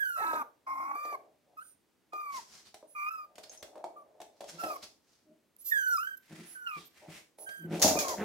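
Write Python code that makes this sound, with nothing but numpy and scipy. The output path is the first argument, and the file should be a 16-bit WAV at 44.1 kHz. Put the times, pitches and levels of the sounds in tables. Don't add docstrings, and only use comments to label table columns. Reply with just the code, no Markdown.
import sys
import numpy as np
from scipy import signal
from scipy.fft import rfft, irfft, next_fast_len
from scipy.io import wavfile
from scipy.ndimage import map_coordinates

SR = 44100
rng = np.random.default_rng(int(sys.argv[2]) if len(sys.argv) > 2 else 0)


def master(y):
    cut = np.clip(np.atleast_2d(y).T, -1, 1)
    pcm = np.round(cut * 32767)
    wavfile.write(sys.argv[1], SR, pcm.astype(np.int16))


N = 363384
T = np.arange(N) / SR
TOP_HZ = 15800


# time in seconds, rate in Hz, depth from 0 to 1.
STRAIN = [
    [(.165, 706.6, 0), (.23, 354.7, 0.94), (.44, 273, 1)],
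    [(.67, 302, 0.02), (.94, 299.6, 0.34), (.99, 593, 0.07), (1.16, 573, 0.22)],
    [(8.02, 609, 0.09), (8.14, 571, 0.52)],
]
# frequency in Hz, gain in dB.
THROAT = [(2300, -15), (3300, -8), (4300, -7), (5800, -2), (8700, -5), (11000, -3), (12400, 3), (13500, -2),
          (15500, -6)]
# start and length in seconds, first, middle and last pitch in Hz,
# level and its change over the note in dB, octave and upper overtones in dB relative to the fundamental,
# shrill resonance in Hz, roughness from 0 to 1.
NOTES = [ (0.0, 0.19, 1665, 1473, 1323, -34.5, -8, -26.5, -28, 10300, 0.02),
         (0.169, 0.26, 1314, 1289, 1226, -34.5, -5.5, -24, -30.5, 3860, 0.24),
         (0.671, 0.29, 1063, 1080, 1126, -37, -3, -19.5, -40.5, 5330, 0.34),
         (0.947, 0.21, 1163, 1187, 1165, -37.5, -0.5, -17, -32, 4500, 0.08),
         (1.575, 0.057, 1293, 1323, 1560, -46.5, -7.5, -25, -32, 4040, 0.07),
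         (2.129, 0.27, 1217, 1170, 1026, -40, -1, -16.5, -34, 4830, 0.08),
         (2.956, 0.14, 1208, 1183, 1270, -36.5, 3.5, -9, -33.5, 5100, 0.12),
         (3.107, 0.15, 1335, 1252, 1189, -43, -12, -19.5, -34, 5050, 0.09),
         (3.966, 0.064, 1190, 1174, 1150, -51.5, -9.5, -34, -37.5, 9300, 0.08),
         (4.589, 0.18, 1358, 1282, 1077, -40, -1.5, -18.5, -25, 5130, 0.2),
         (5.718, 0.15, 1840, 1588, 1513, -30, -6, -24.5, -28, 6200, 0.02),
         (5.864, 0.113, 1526, 1434, 1365, -28.5, 1.5, -38, -27.5, 5700, 0.03),
         (5.98, .175, 1175, 1540, 1515, -38.5, -16, -21, -28.5, 5100, 0.05),
         (6.555, 0.16, 1544, 1457, 1424, -47, -4, -33, -31, 10600, 0.11),
         (6.667, .124, 1413, 1227, 1182, -40.5, -11.5, -9.5, -34.5, 5300, 0.13),
         (7.468, 0.2, 1562, 1599, 1515, -47.5, -11.5, -18, -24.5, 9500, 0.1),
         (7.965, 0.081, 1232, 1195, 1145, -43.5, -6, -1.5, -13, 4700, 0.2),
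         (8.048, 0.1, 1111, 1065, 1000, -38.5, 3.5, -18, -36.5, 4305, 0.4), ]
def whines(upper_db=-1, rough_hiss_db=28, buzz_db=-15, skew=0.28, rasp=0.57,
           shrill_db=10, shrill_width_hz=420, fast_glide_hz_per_s=1800):
    slow_hz, depth = curves(sum(STRAIN, []))
    depth = depth * sum((T > cry[0][0]) & (T < cry[-1][0]) for cry in STRAIN)
    slow = 2 * np.pi * np.cumsum(slow_hz * (1 + 0.12 * wobble(200))) / SR
    shimmer, jitter = wobble(900), wobble(600)
    drift = .013 * wobble(110)
    quaver_db = 3.2 * wobble(120)
    hiss = air_hiss()
    out, cycle = np.zeros((2, N))
    for start, length, first_hz, middle_hz, last_hz, db, change, octave, upper, shrill_hz, rough in NOTES:
        i, pitch, loudness = note_shape(start, length, first_hz, middle_hz, last_hz, db, change)
        unsteady = np.clip(abs(first_hz - last_hz) / length / fast_glide_hz_per_s + 2 * rough, .3, 1)
        throb = 1 + depth[i] * np.cos(slow[i]) + rasp * rough * shimmer[i]
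        bend = rough * jitter[i] - skew * depth[i] * np.sin(slow[i])
        cycle[i] = cycle[i[0]] + 2 * np.pi * np.cumsum(pitch * (1 + unsteady * drift[i])) / SR
        phase = cycle[i] + bend
        quaver = unit(amp(unsteady * quaver_db[i]))
        voice = (np.sin(phase) + amp(octave) * np.sin(2 * phase)) * throb * quaver
        age = T[i] - T[i[0]]
        for k in range(3, 14):
            hz = k * pitch
            flutter_db = 5.5 * map_coordinates(rng.standard_normal(size=64), [age * 110], order=1)
            muzzle_db = along(THROAT, hz) + shrill_db * np.exp(-((hz - shrill_hz) / shrill_width_hz) ** 2)
            voice += amp(upper + upper_db + muzzle_db + flutter_db) * (hz < TOP_HZ) * np.sin(k * phase)
        buzz = amp(buzz_db) * np.sqrt(np.abs(depth[i])) * np.sin(slow[i])
        airflow = np.sqrt(np.hanning(len(i)))
        air = amp(upper + rough_hiss_db * rough) * (.5 + airflow) * hiss[i]
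        out[i] += loudness * (np.sqrt(2) * voice + buzz + air)
    return out


SAGS = [.432, 1.151, 2.39, 5.976, 8.149]
def note_shape(start, length, first_hz, middle_hz, last_hz, db, change_db,
               attack_s=.014, release_s=.0072, sag_s=.014, sag_hz=132):
    end = start + length
    i = np.flatnonzero((T > start - attack_s / 2) & (T < end + release_s / 2))
    progress = np.clip((T[i] - start) / length, 0, 1)
    glide = np.polyval(np.polyfit([0, .5, 1], [first_hz, middle_hz, last_hz], 2), progress)
    sags = any(abs(s - end) < length / 2 for s in SAGS)
    pitch = glide - sags * sag_hz * np.exp((progress - 1) * length / sag_s)
    gate = np.clip((T[i] - start) / attack_s + .5, 0, 1) * np.clip((end - T[i]) / release_s + .5, 0, 1)
    return i, pitch, gate * amp(db + change_db * (progress - .5))


def air_hiss(tilt_db_per_octave=2.5):
    spectrum = [(hz, db + tilt_db_per_octave * np.log2(hz)) for hz, db in THROAT]
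    return coloured(rng.standard_normal(N), spectrum)


# start and length in seconds, first and last pitch in Hz, level in dB.
WHISTLES = [(1.595, 0.16, 9330, 9050, -59), (2.867, 0.1, 9100, 10210, -61),
            (5.564, 0.0039, 12900, 13300, -55), (5.582, 0.069, 9300, 11800, -53.5),
            (5.641, 0.094, 12400, 12200, -36.5), (6.168, 0.016, 13660, 12600, -51),
            (6.442, 0.15, 9540, 10260, -52.5), (6.844, 0.045, 13600, 13070, -58),
            (7.378, 0.094, 10000, 10470, -49)]
def whistles(air_db=-6):
    out = np.zeros(N)
    drift = 1 + .009 * wobble(260)
    air = amp(air_db) * air_hiss()
    for s, length, first_hz, last_hz, db in WHISTLES:
        i = np.flatnonzero((T >= s) & (T < s + length))
        progress = np.linspace(0, 1, len(i))
        pitch = (last_hz + (first_hz - last_hz) * (1 - progress) ** 2.8) * drift[i]
        tone = np.sqrt(2) * np.sin(2 * np.pi * np.cumsum(pitch) / SR)
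        out[i] += amp(db) * np.sin(np.pi * progress) * (tone + air[i])
    return out


# time in seconds, pitch in Hz.
GROWL_PITCH = [(4.6, 169.7), (5.3, 310.8), (6.3, 160.3), (7.8, 160.1), (8.15, 215)]
# frequency in Hz, gain in dB.
CHEST = [(90, -55), (170, 4.5), (310, 4), (480, -12), (1200, -62)]
MOUTH = [(250, -2.5), (450, 6.5), (700, 5.5), (1100, -5), (1700, -0.5), (6000, -28)]
# middle and half length in seconds, chest and mouth levels in dB.
GROWLS = [(4.55, 0.023, -58, -61), (5.305, 0.034, -62, -90), (6.325, 0.017, -49.5, -54.5),
          (6.4, 0.019, -50.5, -61.5), (6.774, 0.01, -48, -58.5), (7.093, 0.011, -47, -54.5),
          (7.669, 0.051, -43, -62.5), (7.741, 0.028, -37.5, -40.5), (8.215, 0.036, -43.5, -37.5)]
def growls():
    pitch_hz, = curves(GROWL_PITCH)
    phase = 2 * np.pi * np.cumsum(pitch_hz * (1 + .06 * wobble(50))) / SR
    puffs = rng.standard_normal(N) * (1 + np.cos(phase))
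    hum = (np.cos(phase) + .6 * np.cos(2 * phase)) * amp(2 * wobble(120))
    chest = unit(hum + .45 * coloured(puffs, CHEST))
    mouth = unit(coloured(puffs, MOUTH) + coloured(signal.sawtooth(phase), MOUTH))
    return sum(swell(s, half) * (amp(chest_db) * chest + amp(mouth_db) * mouth)
               for s, half, chest_db, mouth_db in GROWLS)


# frequency and bandwidth in Hz, gain in dB.
BOARD_MODES = [(303.4, 32, -2), (418, 92, -3), (595, 130, 5), (794, 267, -1.5)]
# frequency in Hz, gain in dB.
FRICTION = [(400, -4.5), (1100, -4.5), (2200, -3.5), (5500, -5), (9500, -10), (15500, -20)]
# start in seconds, claw and board peaks in dB.
PAWS = [(0.332, -44, -30), (1.051, -49, -37), (1.125, -52.5, -35), (2.132, -47.5, -37), (2.742, -40.5, -48),
        (2.827, -67, -44), (3.355, -46, -61), (3.381, -41.5, -41.5), (3.626, -36.5, -42),
        (3.756, -55, -43.5), (3.777, -55, -45), (3.841, -42.5, -27), (4.202, -45.5, -38.5),
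        (4.215, -40.5, -44.5), (4.406, -42, -36), (4.417, -54, -38.5), (4.441, -45.5, -39.5),
        (4.636, -37.5, -31.5), (7.385, -53, -45.5), (7.489, -43, -50)]
def paws(claw_t60=0.038, pad_t60=0.025):
    out, t = np.zeros((2, N)), np.arange(SR // 5) / SR
    for s, claw_db, board_db in PAWS:
        scratch = coloured(widen(rng.standard_normal((3, len(t))), width=1), FRICTION)
        claw = scratch * amp(-60 * t / claw_t60) * np.minimum(t / 0.0022, 1)
        tuning = rng.uniform(.9, 1.05)
        push = (t == 0) + 0.13 * rng.standard_normal(len(t)) * amp(-60 * t / pad_t60)
        wood = filtered(push, lambda hz: ringing(BOARD_MODES, hz * tuning))
        add(out, s, amp(claw_db) * claw / np.abs(claw.mean(0)).max())
        add(out, s, amp(board_db) * wood / np.abs(wood).max())
    return out


# middle and half length in seconds, level in dB, centre of the rasp in Hz.
SCUFFS = [(2.372, 0.048, -50.5, 5760), (2.55, 0.064, -55.5, 5550), (2.672, 0.019, -58, 4580),
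          (3.439, 0.0073, -50.5, 4650), (3.537, 0.028, -56.5, 9930), (4.494, 0.011, -47.5, 6850),
          (4.632, 0.17, -57, 5000), (4.838, 0.011, -46, 4650), (5.131, 0.082, -72, 5500),
          (6.407, 0.12, -57, 1930), (6.792, 0.054, -56.5, 3630), (6.987, 0.058, -62.5, 1880),
          (7.146, 0.052, -51, 2190), (7.757, 0.041, -49, 2480)]
# middle and half length in seconds, level in dB.
TUMBLES = [(1.2, 0.1, -64), (1.52, 0.05, -69), (3.78, 0.034, -54), (3.8, 0.54, -64), (4.67, 0.064, -46),
           (7.05, 0.029, -55), (7.43, 0.032, -55.5), (7.86, 0.045, -33), (8.0, 0.17, -43)]
def scuffs(rasp_db=1, rasp_octaves=0.42):
    rub = coloured(grains(rate=7000, spread_db=3.5, width=1.06), FRICTION) * amp(2.2 * wobble(110))
    contacts = grains(rate=900, spread_db=-0.5, width=0.35)
    drumming = unit(filtered(contacts, lambda hz: ringing(BOARD_MODES, hz)))
    out = drumming * sum(amp(db) * swell(s, half) for s, half, db in TUMBLES)
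    for s, half, db, rasp_hz in SCUFFS:
        loudness = amp(db) * swell(s, half)
        i = np.flatnonzero(np.abs(T - s) < np.pi * half)
        register = lambda hz: 1 + amp(rasp_db) * np.exp(-(np.log2((hz + 1) / rasp_hz) / rasp_octaves) ** 2)
        out[:, i] += loudness[i] * unit(filtered(rub[:, i], register))
    return out


# frequency and bandwidth in Hz, gain in dB.
JOIST_MODES = [(72, 20, -10), (157, 88, -0.5), (300, 43, 5.5)]
# start in seconds, peak in dB.
THUDS = [(4.636, -32), (7.845, -18), (7.856, -22.5), (7.88, -25), (7.911, -22), (7.955, -21)]
def thuds(settle_t60=0.081):
    out, t = np.zeros(N), np.arange(SR // 5) / SR
    for s, db in THUDS:
        push = (t == 0) + 0.045 * rng.standard_normal(len(t)) * amp(-60 * t / settle_t60)
        bump = filtered(push, lambda hz: ringing(BOARD_MODES, hz) + ringing(JOIST_MODES, hz))
        add(out, s, amp(db) * bump / np.abs(bump).max())
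    return out


# start in seconds, level in dB.
CLASHES = [(7.797, -41.5), (7.818, -29), (7.824, -22), (7.878, -30.5), (7.989, -30), (8.083, -35.5)]
PLUCKS = [(3.496, -46), (3.575, -48)]
# frequency in Hz, gain in dB.
RATTLE = [(500, 0.5), (3100, -1), (4300, 5.5), (6900, 10), (8000, -2.5), (11800, -0.5), (15800, -4.5)]
def pen(ring_db=-22, ring_t60=0.33, rattle_t60=0.21, pluck_t60=0.041, crack_t60=.014):
    out, t = np.zeros((2, N)), np.arange(SR // 2) / SR
    shake = np.zeros(N)
    chatter = grains(rate=16000, spread_db=2.8, width=2.7)
    for s, db in CLASHES:
        add(out, s, amp(db + ring_db - 60 * t / ring_t60) * wire(t))
        add(shake, s, amp(db) * (amp(-60 * t / crack_t60) + amp(-60 * t / rattle_t60)))
    for s, db in PLUCKS:
        add(out, s, amp(db - 60 * t / pluck_t60) * wire(t))
    return out + shake * coloured(chatter, RATTLE)


# frequency in Hz, level in dB.
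WIRE_MODES = [(5426, -4), (6410, 3.5), (6650, -2), (6925, -9)]
def wire(t):
    tuning = rng.uniform(.96, 1.04)
    return sum(amp(db + rng.normal(0, 3.5, (2, 1)))
               * np.sin(2 * np.pi * (tuning * hz * t + rng.random((2, 1)))) for hz, db in WIRE_MODES)


# frequency in Hz, lag in radians.
LEFT_LAG = [(100, 0.14), (600, 0.33), (1200, 1.73), (2400, 4.56), (4500, 1.7)]
# frequency in Hz, left minus right in dB.
BALANCE = [(1200, 0.5), (1700, -8), (2400, -11.5), (5000, -2.5), (12000, -6.5)]
def from_right(x):
    half = np.array([[.5], [-.5]])
    return filtered(x, lambda hz: amp(half * along(BALANCE, hz)) * np.exp(-1j * half * along(LEFT_LAG, hz)))


# frequency in Hz, time to fall 60 dB in seconds.
ROOM_T60 = [(170, 0.22), (450, 0.54), (1100, 0.25), (8000, 0.34)]
def room(x):
    hz, t, noise = signal.stft(rng.standard_normal((2, SR // 2)), SR, nperseg=256)
    apart = np.clip(hz / 1100, 0, 1)[:, None] * np.pi / 4
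    ears = np.cos(apart) * noise[0] + np.array([1, -1])[:, None, None] * np.sin(apart) * noise[1]
    tail = signal.istft(ears * amp(-60 * t / along(ROOM_T60, hz)[:, None]), SR, nperseg=256)[1]
    tail = np.pad(tail / np.linalg.norm(tail[0]), ((0, 0), (SR // 250, 0)))
    return signal.fftconvolve(np.atleast_2d(x), tail, axes=1)[:, :N]


# frequency in Hz, gain in dB.
AMBIENCE = [(87, -16.5), (190, -13), (320, -10), (700, -19.5), (15000, -34.5)]
def room_noise():
    return amp(-74.5) * coloured(widen(rng.standard_normal((3, N)), width=.8), AMBIENCE)


def amp(db):
    return 10 ** (np.asarray(db) / 20)


def unit(x):
    return x / np.sqrt(np.mean(x ** 2) + 1e-20)


def along(points, hz):
    frequencies, values = np.transpose(points)
    return np.interp(np.log(hz + 1), np.log(frequencies + 1), values)


def curves(rows):
    times, *columns = np.transpose(rows)
    return [np.interp(T, times, column) for column in columns]


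def wobble(rate):
    return map_coordinates(rng.standard_normal(int(N * rate / SR) + 4), [T * rate], order=2)


def swell(s, half):
    return np.exp(-np.minimum(((T - s) / half) ** 2, 20))


def filtered(x, response):
    n = x.shape[-1]
    padded = next_fast_len(n + 8192)
    return irfft(rfft(x, padded) * response(np.fft.rfftfreq(padded, 1 / SR)), padded)[..., :n]


def coloured(x, spectrum):
    return unit(filtered(x, lambda hz: amp(along(spectrum, hz))))


def ringing(modes, hz):
    return sum((-1) ** k * amp(db) * 1j * hz * width / (centre ** 2 - hz ** 2 + 1j * hz * width)
               for k, (centre, width, db) in enumerate(modes))


def grains(rate, spread_db, width):
    shape = (3, N)
    contacts = (rng.random(shape) < rate / SR) * rng.standard_normal(shape)
    return widen(contacts * amp(spread_db * rng.standard_normal(shape)), width)


def widen(three, width):
    return (three[0] + width * three[1:]) / np.hypot(1, width)


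def add(out, s, x):
    i = round(s * SR)
    out[..., i:i + x.shape[-1]] += x[..., :N - i]


def scene():
    cries = from_right(whines() + whistles())
    tussle = growls() + paws() + scuffs() + thuds() + pen()
    return cries + tussle + room_noise() + room(amp(-12) * cries + amp(-1.5) * tussle)


def record(dry, low_cut_hz=54):
    return filtered(dry, lambda hz: (hz < TOP_HZ) * hz ** 3 / np.hypot(hz ** 3, low_cut_hz ** 3))


dry = scene()
out = record(dry)
master(out)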